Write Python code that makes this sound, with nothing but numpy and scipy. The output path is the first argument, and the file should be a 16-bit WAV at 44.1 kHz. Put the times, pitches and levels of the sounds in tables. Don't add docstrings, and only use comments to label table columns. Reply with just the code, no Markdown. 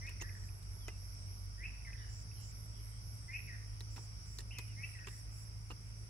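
import sys
import numpy as np
from scipy import signal
from scipy.fft import rfft, irfft, next_fast_len
from scipy.io import wavfile
from scipy.ndimage import uniform_filter1d, map_coordinates

SR = 44100
rng = np.random.default_rng(int(sys.argv[2]) if len(sys.argv) > 2 else 0)


def wav_out(sig):
    wavfile.write(sys.argv[1], SR, np.round(np.clip(np.atleast_2d(sig).T, -1, 1) * 32767).astype(np.int16))


def magnitude_from_level(level_db):
    exponent = np.asarray(level_db, float) / 20
    return 10 ** exponent


N = 268965

# frequency_hz, lead_rad
LEAD = [(50, .5), (110, .5), (350, -.2), (500, -.3), (800, -2.2), (1300, -2.9)]


def unit(x):
    return x / np.sqrt(np.mean(x ** 2) + 1e-20)


def along(points, hz):
    f, v = np.transpose(points)
    return np.interp(np.log(hz + 1), np.log(f + 1), v)


def curves(rows):
    s, *cols = np.transpose(rows)
    return [np.interp(np.arange(N) / SR, s, c) for c in cols]


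def wobble(rate):
    knots = rng.standard_normal(N // 10)
    return map_coordinates(knots, [np.arange(N) * min(rate / SR, 0.09)], order=1)


def filtered(x, response):
    m = next_fast_len(N + 8192)
    return irfft(rfft(x, m) * response(np.fft.rfftfreq(m, 1 / SR)), m)[..., :N]


def sides(db):
    return np.array([magnitude_from_level(db / 2), magnitude_from_level(-db / 2)])


def late(x, samples):
    return np.array([x[0], np.roll(x[1], samples)])


def port_lead(x):
    return filtered(x, lambda hz: np.exp(0.5j * along(LEAD, hz) * [[1], [-1]]))


def echoes(x, decay, gap_s):
    hz, t, z = signal.stft(rng.standard_normal((2, SR // 2)), SR, nperseg=256)
    tail = signal.istft(z * magnitude_from_level(-60 * t / along(decay, hz)[:, None]), SR, nperseg=256)[1]
    tail = tail / np.linalg.norm(tail[0])
    delayed = np.pad(x, (int(gap_s * SR), 0))
    return signal.oaconvolve(delayed[None], tail, axes=1)[:, :N]


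def rush(spectrum, patchy_db):
    # frequency_hz, likeness_0_to_1
    alike = [(60, .97), (400, .93), (700, .5), (1500, .3), (15000, .1)]
    z = signal.stft(rng.standard_normal((2, N)), nperseg=512)[2]
    patches = uniform_filter1d(rng.standard_normal(z.shape[1:]), size=6, axis=0)
    patches = uniform_filter1d(patches, size=14, axis=1)
    pair = signal.istft(z * magnitude_from_level(patchy_db * unit(patches)), nperseg=512)[1][:, :N]

    def mid_side(hz):
        turn = np.arccos(np.clip(along(alike, hz), -1, 1)) / 2
        return magnitude_from_level(along(spectrum, hz)) * [np.cos(turn), np.sin(turn)]

    mid, side = filtered(pair, mid_side)
    return unit(port_lead(np.array([mid + side, mid - side])))


def place(out, start_s, sound):
    out[:, round(start_s * SR):][:, :sound.shape[-1]] += sound


def air():
    # frequency_hz, level_db_per_hz
    low_spectrum = [(15, -36), (25, -4), (113, -12.5), (136, -20), (162, -22), (270, -35), (415, -37),
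                    (484, -41), (648, -38), (1500, -38), (1950, -79), (3300, -120)]
    high_spectrum = [(710, -47), (1200, -20.5), (2230, -5), (3470, -20.5), (4200, -28.5), (4940, 1),
                     (5540, -2.5), (5870, -15), (6520, -17), (9030, -11), (9750, -14), (10900, -3.5),
                     (11800, -20.5), (15300, -28), (22000, -120)]
    # time_s, rumble_db, hiss_db
    levels = [(0.0, -50, -62.5), (6.1, -51, -62.5)]
    rumble_db, hiss_db = curves(levels)
    rumble = magnitude_from_level(rumble_db + 0.029 * wobble(14.0)) * rush(low_spectrum, patchy_db=1.0)
    hiss = filtered(rush(high_spectrum, patchy_db=1.5), lambda hz: 1 / (1 + (hz / 12000) ** 30))
    return (rumble + magnitude_from_level(hiss_db) * hiss) * sides(-1.14)[:, None]


def pump():
    # time_s, firing_hz, stumble_0_to_1
    running = [(0, 48.8, 0.02), (1.46, 48.48, 0), (1.56, 49.4, 0.5), (1.63, 50.6, 0.76), (1.7, 51, 0.93),
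               (1.9, 52.7, 0.14), (2.22, 52.82, 0.12), (3.19, 53.91, 0.04), (3.4, 52.5, 0.26),
               (3.6, 52.55, 0.03), (4.08, 53.5, 0), (4.24, 51.6, 0.48), (4.5, 53.54, 0), (4.98, 52.98, 0.2),
               (6.1, 53.7, 0.15)]
    orders_db = [-48, -48, -73.5]
    stumble_db = [5.5, -14.5, 9.5]
    fade_db_per_s = [-1.17, -0.1, -0.1]
    hz, stumble = curves(running)
    t = np.arange(N) / SR
    phase = 2 * np.pi * np.cumsum(hz * (1 + 0.0047 * wobble(11))) / SR
    unsteady_db = [1.8 * wobble(4), 0.6 * wobble(6), 2.5 * wobble(5.7)]
    hum = np.zeros(N)
    for k in range(3):
        level_db = orders_db[k] + stumble_db[k] * stumble + fade_db_per_s[k] * t + 3.0 + unsteady_db[k]
        hum += magnitude_from_level(level_db) * np.sin((k + 1) * phase + k)
    return sides(-1.4)[:, None] * port_lead(hum)


def flock():
    # start_s, end_s, first_hz, last_hz, level_db
    chatter = [(1.965, 2.015, 3400, 3990, -63), (2.0, 2.12, 3100, 2800, -67),
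               (2.349, 2.467, 3150, 2835, -65.5), (2.715, 2.826, 3120, 3050, -66),
               (2.906, 2.998, 3150, 3170, -68), (3.661, 3.909, 3020, 3280, -74)]
    song, rasp = np.zeros(N), wobble(250)
    for start, end, first_hz, last_hz, db in chatter:
        span = slice(int(start * SR), int(end * SR))
        hz = np.linspace(first_hz, last_hz, span.stop - span.start) * (1 + 0.06 * rasp[span])
        swell = signal.windows.tukey(len(hz), 0.3) * np.exp(-np.linspace(0, 0.8, len(hz)))
        song[span] += magnitude_from_level(db) * np.sin(2 * np.pi * np.cumsum(hz) / SR) * swell
    return echoes(song, [(3000, 0.27)], gap_s=0)


def table(t, *columns):
    return np.transpose(np.broadcast_arrays(t, *columns))


def rise(start, length, first_hz, last_hz, db, break_s, break_db):
    bend, break_up, leap_s = 1.3, 0.0997, 0.014
    attack_s, release_s = 0.031, 0.0031
    t = np.linspace(0, length, num=30)
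    u, leapt = t / length, np.clip((t - break_s) / leap_s + 0.3, 0, 1)
    hz = (first_hz + (last_hz - first_hz) * u ** bend) * (1 + break_up * leapt)
    level = db - 3 * (1 - u) - 6 * np.clip(1 - t / attack_s, 0, 1)
    level = level - 12 * np.clip(1 - (length - t) / release_s, 0, 1)
    level = level - break_db * (1 - leapt) - 6 * np.sin(np.pi * leapt)
    marks = [0, break_s, length]
    lower_db = np.interp(t, marks, (-9, -7, -9))
    upper_db = np.interp(t, marks, (-22, -12, -17))
    return table(start + t, hz, level, lower_db, upper_db)


def fall(start, length, first_hz, last_hz, db):
    drop_s, sag_db_per_s = 0.011, -90
    t = np.linspace(0, length, num=12)
    hz = last_hz + (first_hz - last_hz) * np.exp(-t / drop_s)
    return table(start + t, hz, db + sag_db_per_s * t, -11, -10)


def held(start, length, first_hz, last_hz, db):
    u = np.linspace(0, 1, num=12)
    hz = first_hz + (last_hz - first_hz) * u ** 1.4
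    return table(start + length * u, hz, db - 4 * (2 * u - 1) ** 2, -0.5, -19.5)


def whistle(start, length, first_hz, last_hz, db, bend):
    u = np.linspace(0, 1, num=12)
    hz = last_hz + (first_hz - last_hz) * (1 - u) ** bend
    return table(start + length * u, hz, db - 5 * (2 * u - 1) ** 4, -40, -40)


def notes(tables, jitter, flutter_db, spacing=0.15):
    third_line_db = -5
    song = np.zeros(N)
    flutter = [magnitude_from_level(flutter_db * wobble(80)) for _ in range(4)]
    waver = 1 + jitter * wobble(350)
    for note in tables:
        span = slice(int(note[0][0] * SR), int(note[-1][0] * SR))
        hz, db, lower_db, upper_db = (c[span] for c in curves(note))
        phase = 2 * np.pi * np.cumsum(hz * waver[span]) / SR
        lines = flutter[0][span] * np.sin(phase)
        lines += magnitude_from_level(lower_db) * flutter[1][span] * np.sin((1 - spacing) * phase)
        lines += magnitude_from_level(upper_db) * flutter[2][span] * np.sin((1 + spacing) * phase)
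        lines += magnitude_from_level(lower_db + third_line_db) * flutter[3][span] * np.sin((1 - 2 * spacing) * phase)
        song[span] += magnitude_from_level(db) * lines * signal.windows.tukey(len(hz), 0.13)
    return song


def birds():
    # start_s, length_s, first_hz, last_hz, peak_db
    rising = [(0.01, 0.083, 1994, 2400, -56.5), (1.576, 0.09, 1820, 2443, -54.5),
              (3.278, .1, 2017, 2430, -52), (4.763, 0.093, 2064, 2466, -52)]
    falling = [(0.197, 0.049, 2276, 1842, -62), (.42, 0.03, 1900, 1850, -75),
               (1.848, 0.024, 2300, 2005, -66.5), (3.48, 0.0895, 2350, 1840, -57.5),
               (4.949, 0.031, 2090, 1870, -65)]
    level_notes = [(.234, 0.052, 1940, 1900, -64), (.358, 0.032, 1938, 1860, -71.5),
                   (1.865, 0.049, 2048, 1976, -63.5), (1.93, 0.034, 2020, 1970, -72),
                   (1.985, 0.069, 1950, 1810, -70), (4.978, 0.076, 1893, 1832, -66.5),
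                   (5.104, .046, 2106, 1870, -71.5)]
    arch_low = [(4.522, 0.107, 2140, 2064, -68.5)]
    whistled = [
        (.792, .178, 3620, 2600, -69.5),
        (4.67, .09, 3030, 2343, -72),
        (2.368, .085, 4190, 4080, -75),
    ]
    # time_s, pitch_hz, level_db
    arch_path = [(4.505, 2427, -57), (4.525, 2910, -63.5), (4.553, 3010, -61.5), (4.581, 2476, -60.5),
                 (4.61, 2566, -64)]
    # centre_hz, width_hz, gain_db
    throat_modes = [(1850, 400, -2), (2120, 300, -1), (2600, 420, 2), (3050, 500, -5)]
    # frequency_hz, t60_s
    tree_decay = [(1000, 0.82), (2500, 0.63), (8000, 0.058)]
    leap_s = [0.058, 0.053, 0.047, 0.062]
    leap_db = [0.37, 6.3, 4.4, 7.9]
    bends = [1.45, 0.6, 1.5]

    rise_notes = [rise(*row, *leap) for row, *leap in zip(rising, leap_s, leap_db)]
    fall_notes = [fall(*row) for row in falling] + [held(*row) for row in level_notes]
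    arch_notes = [table(*np.transpose(arch_path), -8, -28), fall(*arch_low[0])]
    whistle_notes = [whistle(*row, bend) for row, bend in zip(whistled, bends)]
    rises = notes(rise_notes, jitter=0.012, flutter_db=2.5, spacing=0.125)
    falls = notes(fall_notes, jitter=0.013, flutter_db=3.5, spacing=0.1)
    arch = notes(arch_notes, jitter=0.035, flutter_db=4, spacing=0.09)
    whistles = magnitude_from_level(4) * notes(whistle_notes, jitter=0.008, flutter_db=3.5)

    def throat(hz):
        return np.sqrt(sum(magnitude_from_level(2 * db) / (1 + ((hz - c) / w * 2) ** 2) for c, w, db in throat_modes))

    song = magnitude_from_level(8.5) * filtered(rises + falls, throat) + magnitude_from_level(6.5) * arch
    smear = 1 + 0.9 * filtered(rng.standard_normal((2, N)), lambda hz: 12 * np.exp(-hz / 190))
    answer = echoes(song, tree_decay, gap_s=0.006) * unit(smear)
    return late((song + whistles) * sides(1.5)[:, None], 18) + magnitude_from_level(-9) * answer


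def strokes(wing_hz, width_hz, rate, duty, sweep, rough, octave_db=-60):
    cycle = np.cumsum(rate * (1 + 0.004 * wobble(8))) / SR + rng.random()
    u = np.clip(cycle % 1 / duty, 0, 1)
    tooth_hz = wing_hz * (1 + sweep * (0.5 - u) + rough * wobble(2500))
    phase = 2 * np.pi * np.cumsum(tooth_hz) / SR
    force = np.sin(np.pi * u) * magnitude_from_level(0.68 * wobble(rate))
    scrape = force * (np.sin(phase) + magnitude_from_level(octave_db) * np.sin(2 * phase))

    def wing(hz):
        return sum(1 / (1 + ((hz / k - wing_hz) / width_hz) ** 6) for k in (1, 2))

    return unit(filtered(scrape, wing))


def crowd():
    # time_s, level_db
    swells = [(0.0, -59.5), (0.59, -65.5), (1.17, -61), (1.63, -64.5), (2.05, -62), (2.9, -63.5),
              (3.4, -63), (3.75, -63.5), (4.28, -61.5), (4.43, -65), (4.79, -61.5), (5.64, -66), (6.1, -64)]
    # frequency_hz, level_db_per_hz
    wing_spectrum = [(2530, -21), (4300, -20.5), (4690, -11.5), (5050, -11), (5610, 0.5), (5870, -5),
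                     (6060, -10.5), (6600, -21.5), (8580, -56), (14500, -120)]
    crickets_db, = curves(swells)
    trills = np.zeros((2, N))
    for hz, rate in [(5200, 85), (5500, 87), (5750, 77)]:
        one = strokes(hz, 630, rate, duty=0.54, sweep=0.068, rough=0.05)
        trills += echoes(one, [(5000, 0.096)], gap_s=0)
    trills = unit(filtered(trills, lambda hz: magnitude_from_level(along(wing_spectrum, hz) / 2)))
    wash = rush(wing_spectrum, patchy_db=1.4)
    crickets = unit(magnitude_from_level(-3.0) * trills + wash) * sides(-2.1)[:, None]
    far = strokes(10850, 300, 107, duty=0.9, sweep=0.03, rough=0.02)
    far = unit(echoes(far, [(9000, 0.047)], gap_s=0))
    return magnitude_from_level(crickets_db + 2.5) * crickets + magnitude_from_level(-78 + 2.1 * wobble(3.5)) * far


def singer(phrases, voice, lag, pan_db, turn_db=0., wet_db=-5, soft=0.75, swell_s=0.21):
    t, gain = np.arange(N) / SR, np.zeros(N)
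    for start, end, db in phrases:
        swell = np.clip((t - start) / swell_s + soft, 0, 1)
        gain += magnitude_from_level(db) * swell * (t > start) * np.clip((end - t) / 0.0021, 0, 1)
    scattered = voice + magnitude_from_level(wet_db) * echoes(voice, [(8000, 0.021)], gap_s=0.0016)
    return gain * sides(pan_db + turn_db * t) * late(scattered, lag)


def bush_crickets():
    # start_s, end_s, level_db
    high_right = [(0.21, 0.354, -70), (0.42, 0.601, -70), (0.681, 0.864, -69), (0.965, 1.148, -69),
                  (1.259, 1.465, -69.5), (2.309, 2.416, -65.5), (2.514, 2.669, -66.5), (2.773, 2.918, -66),
                  (3.004, 3.182, -67), (3.322, 3.474, -65.5)]
    high_late = [(4.6, 4.695, -65), (4.82, 4.947, -64), (5.066, 5.234, -64.5), (5.321, 5.491, -64.5)]
    high_left = [(0.053, 0.18, -85), (0.577, 0.7, -92), (0.837, 0.973, -86), (1.123, 1.177, -74.5),
                 (1.257, 1.412, -76), (1.471, 1.65, -86), (1.719, 1.897, -80), (1.983, 2.148, -76),
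                 (2.239, 2.413, -73.5), (3.003, 3.058, -76), (3.493, 3.612, -75), (3.734, 3.854, -73),
                 (3.946, 4.122, -79), (4.223, 4.401, -78), (4.477, 4.651, -73), (4.747, 4.923, -73),
                 (5.694, 5.84, -91), (5.973, 6.069, -77)]
    buzzer = [(0.353, 0.486, -79), (2.09, 2.233, -69), (2.401, 2.52, -68), (3.905, 4.065, -70),
              (4.258, 4.413, -70.5), (5.065, 5.202, -71), (5.313, 5.45, -71)]
    rasp_near = [(1.143, 1.281, -71.5), (2.853, 2.993, -70.5), (3.138, 3.283, -70.5), (4.861, 4.987, -70.5),
                 (5.077, 5.259, -72.5)]
    rasp_far = [(0.337, 0.497, -76.5), (0.546, 0.742, -78), (0.877, 1.008, -79), (2.643, 2.781, -75),
                (3.942, 4.169, -78), (4.577, 4.724, -79), (5.473, 5.586, -81), (5.798, 5.918, -80),
                (5.969, 6.038, -80)]
    ticker_left = [
        (0, 1.1, -82),
        (1.5, 3.1, -93),
    ]
    ticker_right = [
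        (0, 3, -84),
        (3, 6.3, -91),
    ]
    # frequency_hz, left_minus_right_db
    buzzer_ports = [(6500, -21), (7250, -15.5), (8000, 20), (8600, 10), (13000, 5), (15000, 17)]

    voice = strokes(7530, 1000, 216, duty=0.6, sweep=0.34, rough=0.035, octave_db=-13.0)
    buzz = singer(buzzer, voice, lag=-10, pan_db=-8.5, turn_db=1.8, wet_db=-9)
    out = filtered(buzz, lambda hz: sides(along(buzzer_ports, hz)))

    voice = strokes(11200, 340, 105, duty=0.48, sweep=0.06, rough=0.009)
    out += singer(high_right, voice, lag=-30, pan_db=-16, turn_db=1.6, wet_db=-15, soft=0.3, swell_s=0.09)
    voice = strokes(10950, 480, 105, duty=0.55, sweep=0.1, rough=0.016)
    out += singer(high_late, voice, lag=-30, pan_db=-7, wet_db=-10)
    voice = strokes(10650, 350, 109.5, duty=0.5, sweep=0.06, rough=0.015)
    out += magnitude_from_level([[4], [-1]]) * singer(high_left, voice, lag=9, pan_db=0, wet_db=-10)

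    voice = strokes(8350, 450, 211, duty=0.5, sweep=0.1, rough=0.03)
    out += singer(rasp_near, voice, lag=4, pan_db=10.5, wet_db=-10)
    voice = strokes(7950, 320, 200, duty=0.27, sweep=0.06, rough=0.02)
    out += singer(rasp_far, voice, lag=14, pan_db=12, turn_db=-0.4)

    voice = strokes(10000, 130, 58, duty=0.4, sweep=0.015, rough=0.005)
    out += singer(ticker_left, voice, lag=7, pan_db=6, wet_db=-12)
    voice = strokes(9300, 200, 60, duty=0.4, sweep=0.025, rough=0.008)
    out += singer(ticker_right, voice, lag=-5, pan_db=-7, turn_db=1, wet_db=-10)
    return out


def ticks():
    # start_s, peak_db, ring_hz, t60_s
    tick_rows = [(0.2942, -39.5, 2070, 0.017), (0.292, -47, 2500, 0.015), (0.4376, -54, 1810, 0.035),
                 (0.439, -56, 4250, 0.015), (3.806, -52, 1900, 0.039), (4.392, -50, 1850, 0.034),
                 (4.404, -54, 1900, 0.03), (0.4895, -44.5, 2480, 0.014), (1.848, -58, 2515, 0.017),
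                 (1.930, -44.5, 2530, 0.03), (1.931, -47, 2180, 0.02), (1.931, -55, 2950, 0.015),
                 (2.314, -52.5, 2610, 0.032), (5.046, -45, 2568, 0.029)]
    out, t = np.zeros((2, N + SR)), np.arange(SR // 8) / SR
    for s, db, ring_hz, t60 in tick_rows:
        ring = np.sin(2 * np.pi * ring_hz * t) * (1 - np.exp(-t / 0.0012))
        place(out, s, magnitude_from_level(db - 60 * t / t60) * ring)
    return out[:, :N]


def creaks():
    # start_s, peak_db, low_db, middle_db, top_db
    creak_rows = [(0.066, -45.5, -26, -13, -6), (0.091, -46, -12, -4, 1), (0.209, -45, -9, -1, -14),
                  (0.218, -43, -6, -3, -2), (0.625, -52, -19, -15, -1), (0.764, -66.5, 10, -17, -12),
                  (0.8802, -46, 1, 3, -0.5), (3.804, -40.5, -13.5, -12, -6), (3.9612, -48.5, -4, 1, -1),
                  (3.969, -50.5, -2, 2, -12), (3.983, -54.5, 2.5, 4, -14), (4.385, -38.5, -15.5, -9, -5),
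                  (4.403, -43, -15, -9, -10), (4.585, -38.5, -9.5, -2.5, -7), (5.069, -42, -8.5, 2, -12),
                  (5.08, -48.5, -3, 6.5, -3), (5.7012, -50.5, 3, 2, -10), (5.713, -48.5, 1.5, -1, -5)]
    # from_hz, to_hz
    bands = [(200, 450), (650, 1500), (1500, 3100), (3400, 8000), (8000, 15500)]
    # ring_hz, width_hz
    modes = [(950, 100), (1250, 67), (1850, 120), (2750, 150), (3700, 110), (4500, 1300), (6900, 10000),
             (8800, 150)]
    shares = (2.7, 0.99, 0.27, 0.048, 0.064)
    out, t = np.zeros((2, N + SR)), np.arange(SR // 8) / SR
    hz = np.fft.rfftfreq(len(t), 1 / SR)
    for s, db, low_db, middle_db, top_db in creak_rows:
        clumps = np.repeat(magnitude_from_level(3.5 * rng.standard_normal(len(t) // 32 + 1)), 32)[:len(t)]
        decay = magnitude_from_level(-60 * t / 0.026) + magnitude_from_level(-13 - 60 * t / 0.1)
        slips = rng.standard_normal((2, len(t))) * clumps * decay * (1 - np.exp(-t / 0.001))
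        rings = 0.2
        for c, w in modes * (1 + 0.07 * rng.standard_normal((len(modes), 1))):
            rings = rings + magnitude_from_level(rng.normal(0, 3.5)) * 1j * hz * w / (c * c - hz * hz + 1j * hz * w)
        slips = irfft(rfft(slips) * rings, len(t))
        bands_db = (low_db + 0.5, low_db, middle_db, 0, top_db)
        for band, rel_db, shared in zip(bands, bands_db, shares):
            sos = signal.butter(4, band, "band", fs=SR, output="sos")
            part = signal.sosfilt(sos, slips + shared * slips[0])
            part = part / np.abs(part).max(axis=1, keepdims=True)
            place(out, s, magnitude_from_level(db + rel_db - 3.0) * sides(-1.2)[:, None] * part)
    return out[:, :N]


def snaps():
    # start_s, peak_db, ring_hz, t60_s
    snap_rows = [(0.209, -42, 6800, 0.0054), (0.2132, -36.5, 5960, 0.0076), (0.214, -54, 365, 0.01),
                 (0.215, -38, 2690, 0.0093), (0.2157, -37, 6930, 0.006), (0.2148, -48, 340, 0.012),
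                 (0.219, -45, 2790, 0.007), (0.2192, -40, 5960, 0.008), (0.2212, -45, 12310, 0.002),
                 (0.2224, -39.5, 6520, 0.013), (0.2218, -37, 910, 0.0056), (0.2215, -43.5, 2700, 0.02),
                 (0.882, -41.5, 6900, 0.0083), (0.8817, -47, 417, 0.0083), (0.8813, -43, 5620, 0.005),
                 (0.8827, -45.5, 2050, 0.042), (0.883, -40, 2570, 0.007), (0.884, -41, 850, 0.0084),
                 (0.8855, -46, 415, 0.0073), (0.8873, -55.5, 373, 0.06), (0.8886, -44, 2530, 0.017),
                 (0.889, -53, 2020, 0.005), (0.8918, -52, 394, 0.012), (3.8067, -38.5, 4000, 0.0032),
                 (3.8113, -41, 3930, 0.0053), (3.9799, -36.5, 920, 0.0039), (4.385, -41, 6750, 0.006),
                 (4.3866, -39, 5080, 0.005), (4.3873, -34, 4225, 0.0049), (4.3886, -46, 13610, 0.003),
                 (4.3911, -43, 5410, 0.004), (4.3922, -45, 6880, 0.006), (4.5854, -28, 5730, 0.0017),
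                 (4.5855, -44, 11850, 0.013), (4.5854, -39, 6700, 0.0044), (4.583, -57, 362.2, 0.017),
                 (4.5865, -58, 8900, 0.007), (4.5875, -38, 4300, 0.0042), (4.59, -48, 1080, 0.006),
                 (5.0736, -56, 3640, 0.0043), (5.0735, -38, 1130, 0.0081), (5.0752, -42, 2620, 0.0071),
                 (5.0776, -51, 354, 0.03), (5.7064, -37, 1020, 0.0077), (5.7067, -45, 2664, 0.014),
                 (5.7077, -49, 3990, 0.005), (5.712, -42.5, 2840, 0.016), (5.7208, -46, 2740, 0.012)]
    out, t = np.zeros((2, N + SR)), np.arange(SR // 16) / SR
    for (s, db, ring_hz, t60), (start, shift) in zip(snap_rows, rng.random((len(snap_rows), 2))):
        apart = 0.2 if ring_hz < 600 else 0.5 + 0.5 * shift
        turn = 2 * np.pi * start + np.array([[1], [-1]]) * apart
        ring = np.sin(2 * np.pi * ring_hz * t + turn) * (1 - np.exp(-t * 12 / t60))
        place(out, s, magnitude_from_level(db + 6.0 - 60 * t / t60) * sides(-2.5)[:, None] * ring)
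    return out[:, :N]


def scene():
    far = air() + pump() + flock() + birds() + crowd()
    near = bush_crickets() + ticks() + creaks() + snaps()
    return far + near


def band_limit(x):
    return signal.sosfilt(signal.butter(12, 15890, fs=SR, output="sos"), x)


def record(dry):
    # frequency_hz, level_db_per_hz
    preamp = [(500, -20), (3000, 0), (12000, 0), (15800, -2)]
    heard = dry + magnitude_from_level(-77.0) * rush(preamp, patchy_db=-2.5)
    heard = filtered(heard, lambda hz: (hz < 15750) / (1 + (41 / (hz + 1)) ** 6))
    return band_limit(heard)


dry = scene()
out = record(dry)
wav_out(out)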